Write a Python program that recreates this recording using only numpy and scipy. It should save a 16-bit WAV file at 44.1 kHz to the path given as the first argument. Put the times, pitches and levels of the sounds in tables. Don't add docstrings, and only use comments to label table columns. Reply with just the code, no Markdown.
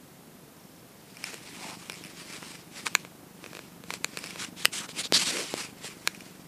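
import sys
import numpy as np
from scipy import signal
from scipy.fft import rfft, irfft, next_fast_len
from scipy.io import wavfile
from scipy.ndimage import uniform_filter1d, map_coordinates

SR = 44100
rng = np.random.default_rng(int(sys.argv[2]) if len(sys.argv) > 2 else 0)


def generate_wav(sig):
    pcm = np.round(np.clip(np.atleast_2d(sig).T, -1, 1) * 32767).astype(np.int16)
    wavfile.write(sys.argv[1], SR, pcm)


N = 285327

# [f/Hz, relative level/dB per Hz]
ROOM_SPECTRUM = [(25, -48), (60, -28), (100, -13.5), (145, -2), (180, -3), (235, -5.5), (400, -9.5),
                 (700, -14), (1100, -18.5), (2200, -24.5), (4400, -30.5), (13500, -54)]
# [start t/s, pulse rate/Hz]
PURR_STROKES = [(.033, 25.09), (.393, 23.25), (1.294, 25.17), (1.97, 24.19), (2.837, 25.45), (3.389, 24.21),
                (4.251, 25.46), (4.803, 23.41), (5.527, 24.89), (6.133, 22.85)]
# [f/Hz, relative level/dB, t60/s]
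CHEST_MODES = [(110, -7.5, 0.06), (166.5, -5.5, 0.11), (238, -48, 0.052), (284, -14, 0.11),
               (390, -21, 0.033)]
# [f/Hz, relative level/dB per Hz]
THROAT_SPECTRUM = [(50, -34), (100, -45), (160, -1), (300, -1), (450, -15.5), (700, -10.5), (1500, -15.5),
                   (4000, -27.5)]
# [t/s, distance/m]
CAT_DISTANCE = [(1.15, 1), (1.55, 0.24), (3.3, 0.41), (4.1, 0.25)]
# [t/s, relative level/dB, length/s of the chatter that follows]
THIN_TICKS = [(1.17, -27, 0), (1.241, -15.5, 0), (1.898, -18.5, 0), (1.921, -24, .03), (2.039, -24.5, .04),
              (4.189, -18, 0), (4.261, -23.5, .015), (4.307, -22, 0), (6.075, -14, 0), (6.148, -28, 0),
              (6.207, -28.5, 0)]
# [f/Hz, relative level/dB, t60/s]
TICK_MODES = [(2366, -1.5, 0.02), (2730, -5, 0.015), (5320, 0.5, 0.0077), (8500, -3.5, 0.0053),
              (9800, -2.5, 0.0046)]
# [middle t/s, length/s, level/dB]
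CLOTH_SWISHES = [(1.55, 0.79, -48), (1.286, 0.13, -40.5), (1.67, 0.17, -44), (1.996, 0.4, -51.5),
                 (2.213, 0.12, -46.5), (2.335, 0.13, -42), (2.494, 0.25, -47), (2.783, 0.1, -42.5),
                 (2.898, 0.33, -52), (3.54, 0.3, -52), (3.929, 0.095, -46), (4.247, 0.37, -46),
                 (4.277, .08, -45), (4.427, 0.1, -41), (4.988, 0.067, -36.5), (5.374, 0.37, -37.5),
                 (5.608, 0.13, -37), (5.865, 0.18, -48), (6.136, 0.51, -52)]
# [f/Hz, relative level/dB per Hz]
CLOTH_SPECTRUM = [(60, -50), (150, -7), (350, -2.5), (680, -7), (1000, -2.5), (1600, -4), (2400, 2),
                  (3500, -3.5), (5100, -2), (6300, -6), (8000, -5), (11000, -11.5), (14500, -32)]
# [t/s, level/dB, centre f/Hz]
CASE_CLICKS = [(1.333, -32, 1600), (1.342, -24, 5500), (1.8975, -20.5, 1770), (2.427, -29, 915),
               (2.8666, -13, 1400), (2.951, 0, 2450), (3.049, -29, 1500), (3.441, -28, 1700),
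               (3.4615, -29.5, 2300), (3.5313, -29.5, 1700), (3.55, -27.5, 2430), (3.569, -27, 1700),
               (3.591, -26, 1700), (3.838, -30.5, 2540), (3.9045, -17, 1240), (3.938, -17, 4500),
               (4.0446, -8.5, 4300), (4.172, -15.5, 2960), (4.24, -21.5, 2380), (4.3584, -25.5, 2000),
               (4.6486, -18, 2390), (4.654, 2, 2730), (4.891, -26.5, 3980), (5.0539, -25.5, 4630),
               (6.074, -5, 2215)]
# [f/Hz, relative level/dB, t60/s]
CASE_MODES = [(1040, -7, 0.0089), (1760, -4, 0.0099), (1820, -0.5, 0.0032), (2450, 0.5, 0.007),
              (3490, -2, 0.0027), (4300, 0.5, 0.0041), (6100, -10.5, 0.0097), (7130, -1.5, 0.004),
              (10340, -8.5, 0.0057), (12700, -15, .003)]
# [start t/s, end t/s, level/dB, resonance under the finger f/Hz, its level/dB against the skin]
FINGER_RUBS = [(1.594, 1.75, -57.5, 850, 8), (2.856, 2.881, -33.5, 1230, -3.5),
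               (3.935, 3.958, -42, 4380, -14), (4.394, 4.452, -37, 1290, -9.5),
               (4.573, 4.665, -42.5, 3480, -6.5), (4.727, 4.806, -34, 2720, -9.5),
               (4.813, 4.862, -41.5, 1170, -1), (4.884, 4.924, -46, 4200, -4),
               (4.983, 5.022, -31.5, 1970, -30), (5.036, 5.072, -39, 4030, 3), (5.137, 5.178, -25, 4470, 4),
               (5.174, 5.242, -30, 4500, -7), (5.253, 5.307, -32.5, 3900, -3),
               (5.304, 5.441, -35.5, 390, -4), (5.593, 5.624, -39.5, 2350, -24),
               (5.838, 5.885, -40, 1840, -27)]
# [f/Hz, relative level/dB per Hz]
SKIN_SPECTRUM = [(60, -19), (180, -4), (380, -6.5), (750, -9), (1400, -5), (2300, 0), (3400, -0.5),
                 (5500, -2.5), (8000, -2.5), (10500, -10), (12000, -16.5), (15000, -37)]
# [t/s, level/dB, level/dB of the thud within the bump]
MIC_BUMPS = [(5.124, 0, 1.5), (5.54, -10.5, 8), (5.845, -22, 5.5)]

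PURR_DB = -51.5
FADE_S, FADE_DB = .27, 4
CHATTER_S, CHATTER_LOSS_DB = 0.01, 2.7
KNOCK_DB, KNOCK_GROWS = -25, 0.3
LEAD_IN_S, LEAD_IN_DB = 0.0042, -37
TOP_HZ = 14800


def amp(db):
    return 10 ** (np.asarray(db) / 20)


def unit(x):
    return x / np.sqrt(np.mean(x ** 2) + 1e-20)


def wobble(rate):
    knots = rng.standard_normal(int(N * rate / SR) + 4)
    return map_coordinates(knots, [np.arange(N) * rate / SR])


def filtered(x, response):
    m = next_fast_len(N + SR // 4)
    spectrum = rfft(x, m) * response(np.fft.rfftfreq(m, 1 / SR))
    return irfft(spectrum, m)[..., :N]


def coloured(x, spectrum):
    f, db = np.transpose(spectrum)
    return unit(filtered(x, lambda hz: amp(np.interp(np.log(hz + 1), np.log(f), db))))


def low_cut(x, edge_hz):
    return signal.sosfilt(signal.butter(2, edge_hz, "high", fs=SR, output="sos"), x)


def friction(rate, spread_db, smooth):
    happens = rng.random(N) < rate / SR
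    slips = happens * rng.standard_normal(N) * amp(spread_db * rng.standard_normal(N))
    return unit(slips) + smooth * rng.standard_normal(N)


def drifting(x, depth_db):
    z = signal.stft(x, nperseg=256)[2]
    across_bands = uniform_filter1d(rng.standard_normal(z.shape), size=4, axis=0)
    field = uniform_filter1d(across_bands, size=24, axis=1)
    return unit(signal.istft(z * amp(depth_db * unit(field)), nperseg=256)[1][:N])


def ring(modes, t):
    return np.array([amp(db - 60 * t / t60) * np.sin(2 * np.pi * hz * t) for hz, db, t60 in modes])


def add(track, s, sound):
    part = track[max(0, round(s * SR)):][:len(sound)]
    part += sound[:len(part)]


def room():
    murmur = amp(-54.0) * coloured(rng.standard_normal(N), ROOM_SPECTRUM)
    hum = amp(-63.5) * np.sin(2 * np.pi * 175 * np.arange(N) / SR + .4 * wobble(4))
    hiss = amp(-56.5) * rng.standard_normal(N)
    return murmur + hum + hiss


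def purr():
    snaps, pushes = np.zeros(N), np.zeros(N)
    ends = [row[0] for row in PURR_STROKES[1:]] + [N / SR]
    for (start, rate), end in zip(PURR_STROKES, ends):
        for s in np.arange(start, end - .5 / rate, 1 / rate):
            late, size, shut_late, shut_size = rng.standard_normal(4) * [.0002, .6, .0003, 1]
            distance_db = 20 * np.log10(np.interp(s, *np.transpose(CAT_DISTANCE)))
            fade = FADE_DB * max(0, 1 - (end - s) / FADE_S)
            db = PURR_DB - distance_db - fade + size
            opens = s + late - .003
            shuts = opens + .0135 + shut_late
            add(snaps, opens, amp([db]))
            add(snaps, shuts, -amp([db - 13.0 + shut_size]))
            add(pushes, opens + 0.0031, amp([.5 * db - 21.5]))
    t = np.arange(SR // 8) / SR
    u = (np.pi * 235 * (t - .003)) ** 2
    thump = -amp(-0.5) * (1 - 2 * u) * np.exp(-u)

    def play(pulses, shape):
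        return signal.fftconvolve(pulses, shape)[:N]

    chest = amp(-2.5) * play(pushes, ring(CHEST_MODES, t).sum(0))
    puff = amp(-60 * t / 0.17) * (1 - np.exp(-t / 0.00045))
    air = amp(-10.5) * play(pushes, puff) * coloured(rng.standard_normal(N), THROAT_SPECTRUM)
    return low_cut(play(snaps, thump) + chest, edge_hz=74) + air


def squeaks(count=8):
    track, t = np.zeros(N), np.arange(SR // 90) / SR
    for s, (pitch, size) in zip(np.linspace(.57, .79, count), rng.standard_normal((count, 2))):
        jitter = np.cumsum(0.19 * rng.standard_normal(len(t)))
        phase = 2 * np.pi * (5450 + 140 * pitch) * t + jitter
        squeak = np.hanning(len(t)) * np.sin(phase)
        add(track, s + 0.0068 * size, amp(-55.0 + 2.2 * size) * squeak)
    return track


def ticks():
    track, t = np.zeros(N), np.arange(SR // 20) / SR
    for s, db, length in THIN_TICKS:
        for k in range(1 + int(length / CHATTER_S)):
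            share = amp(2.5 * rng.standard_normal(len(TICK_MODES)))
            tone = share @ ring(TICK_MODES, t * (1 + .03 * rng.standard_normal()))
            grit = amp(-37 - 60 * t / 0.0035) * rng.standard_normal(len(t))
            add(track, s + k * CHATTER_S, amp(db - 9.5 - k * CHATTER_LOSS_DB) * (tone + grit))
    return low_cut(track, edge_hz=860)


def rustle():
    t = np.arange(N) / SR
    power = sum(amp(db) ** 2 * np.exp(-2 * (2 * (t - s) / length) ** 2) for s, length, db in CLOTH_SWISHES)
    grain = friction(rate=1200, spread_db=2.5, smooth=1.6)
    fibres = drifting(coloured(grain, CLOTH_SPECTRUM), depth_db=1.5)
    flicker = amp(1.7 * wobble(60))
    return np.sqrt(power) * flicker * fibres


def clicks():
    track, t = np.zeros(N), np.arange(SR // 20) / SR
    mode_hz = np.array([row[0] for row in CASE_MODES])
    sign = (-1) ** np.arange(len(CASE_MODES))
    for s, db, centre_hz in CASE_CLICKS:
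        scatter_db = 1.5 * rng.standard_normal(len(CASE_MODES))
        share = sign * amp(-2.1 * np.log2(mode_hz / centre_hz) ** 2 + scatter_db)
        snap = share @ ring(CASE_MODES, t * (1 + 0.063 * rng.standard_normal()))
        snap /= np.abs(snap).max()
        crack = amp(-16.5 - 60 * t / 0.0075) * rng.standard_normal(len(t))
        knock = amp(KNOCK_DB + KNOCK_GROWS * db - 60 * t / 0.013) * np.cos(2 * np.pi * 450 * t)
        add(track, s + .0005, amp(db) * low_cut(snap + crack, edge_hz=720) + knock)
        scrape = low_cut(rng.standard_normal(len(t)), edge_hz=1200) * np.exp(-t / LEAD_IN_S)
        add(track, s - t[-1], amp(db + LEAD_IN_DB) * scrape[::-1])
    return low_cut(track, edge_hz=220)


def rubs():
    t = np.arange(N) / SR
    slide = friction(rate=6000, spread_db=-1.0, smooth=1.0)
    skin = drifting(coloured(slide, SKIN_SPECTRUM), depth_db=2.0)
    drag = friction(rate=5000, spread_db=2.0, smooth=0.85)
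    track = np.zeros(N)
    for start, end, db, gap_hz, gap_db in FINGER_RUBS:
        edge = 0.32 * (end - start) + 0.0018
        pressure = np.clip(np.minimum(t - start, end - t) / edge + .5, 0, 1)
        band = signal.iirpeak(gap_hz, 1.18 + gap_hz / 3000, fs=SR)
        resonance = unit(signal.lfilter(*band, signal.lfilter(*band, drag)))
        track += amp(db) * pressure * (skin + amp(gap_db) * resonance)
    flicker = amp(1.6 * wobble(110))
    return low_cut(track * flicker, edge_hz=105)


def bumps():
    track, t = np.zeros(N), np.arange(SR // 20) / SR
    for s, db, thud_db in MIC_BUMPS:
        spike_and_thud = [(3280, 6, 0.00047), (340, thud_db, 0.0031)]  # f/Hz, level/dB, t60/s
        add(track, s, amp(db) * ring(spike_and_thud, t).sum(0))
    return low_cut(track, edge_hz=287)


def answer(x, t60):
    t = np.arange(SR // 3) / SR
    tail = rng.standard_normal(len(t)) * amp(-60 * t / t60)
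    return signal.fftconvolve(x, tail / np.linalg.norm(tail))[:N]


def scene():
    case = ticks() + clicks() + bumps()
    echo = amp(-21.5) * answer(case, t60=0.13)
    mono = room() + purr() + squeaks() + rustle() + rubs() + case + echo
    return np.array([mono, mono])


def record(dry):
    return filtered(np.clip(dry, -1, 1), lambda hz: hz < TOP_HZ)


dry = scene()
out = record(dry)
generate_wav(out)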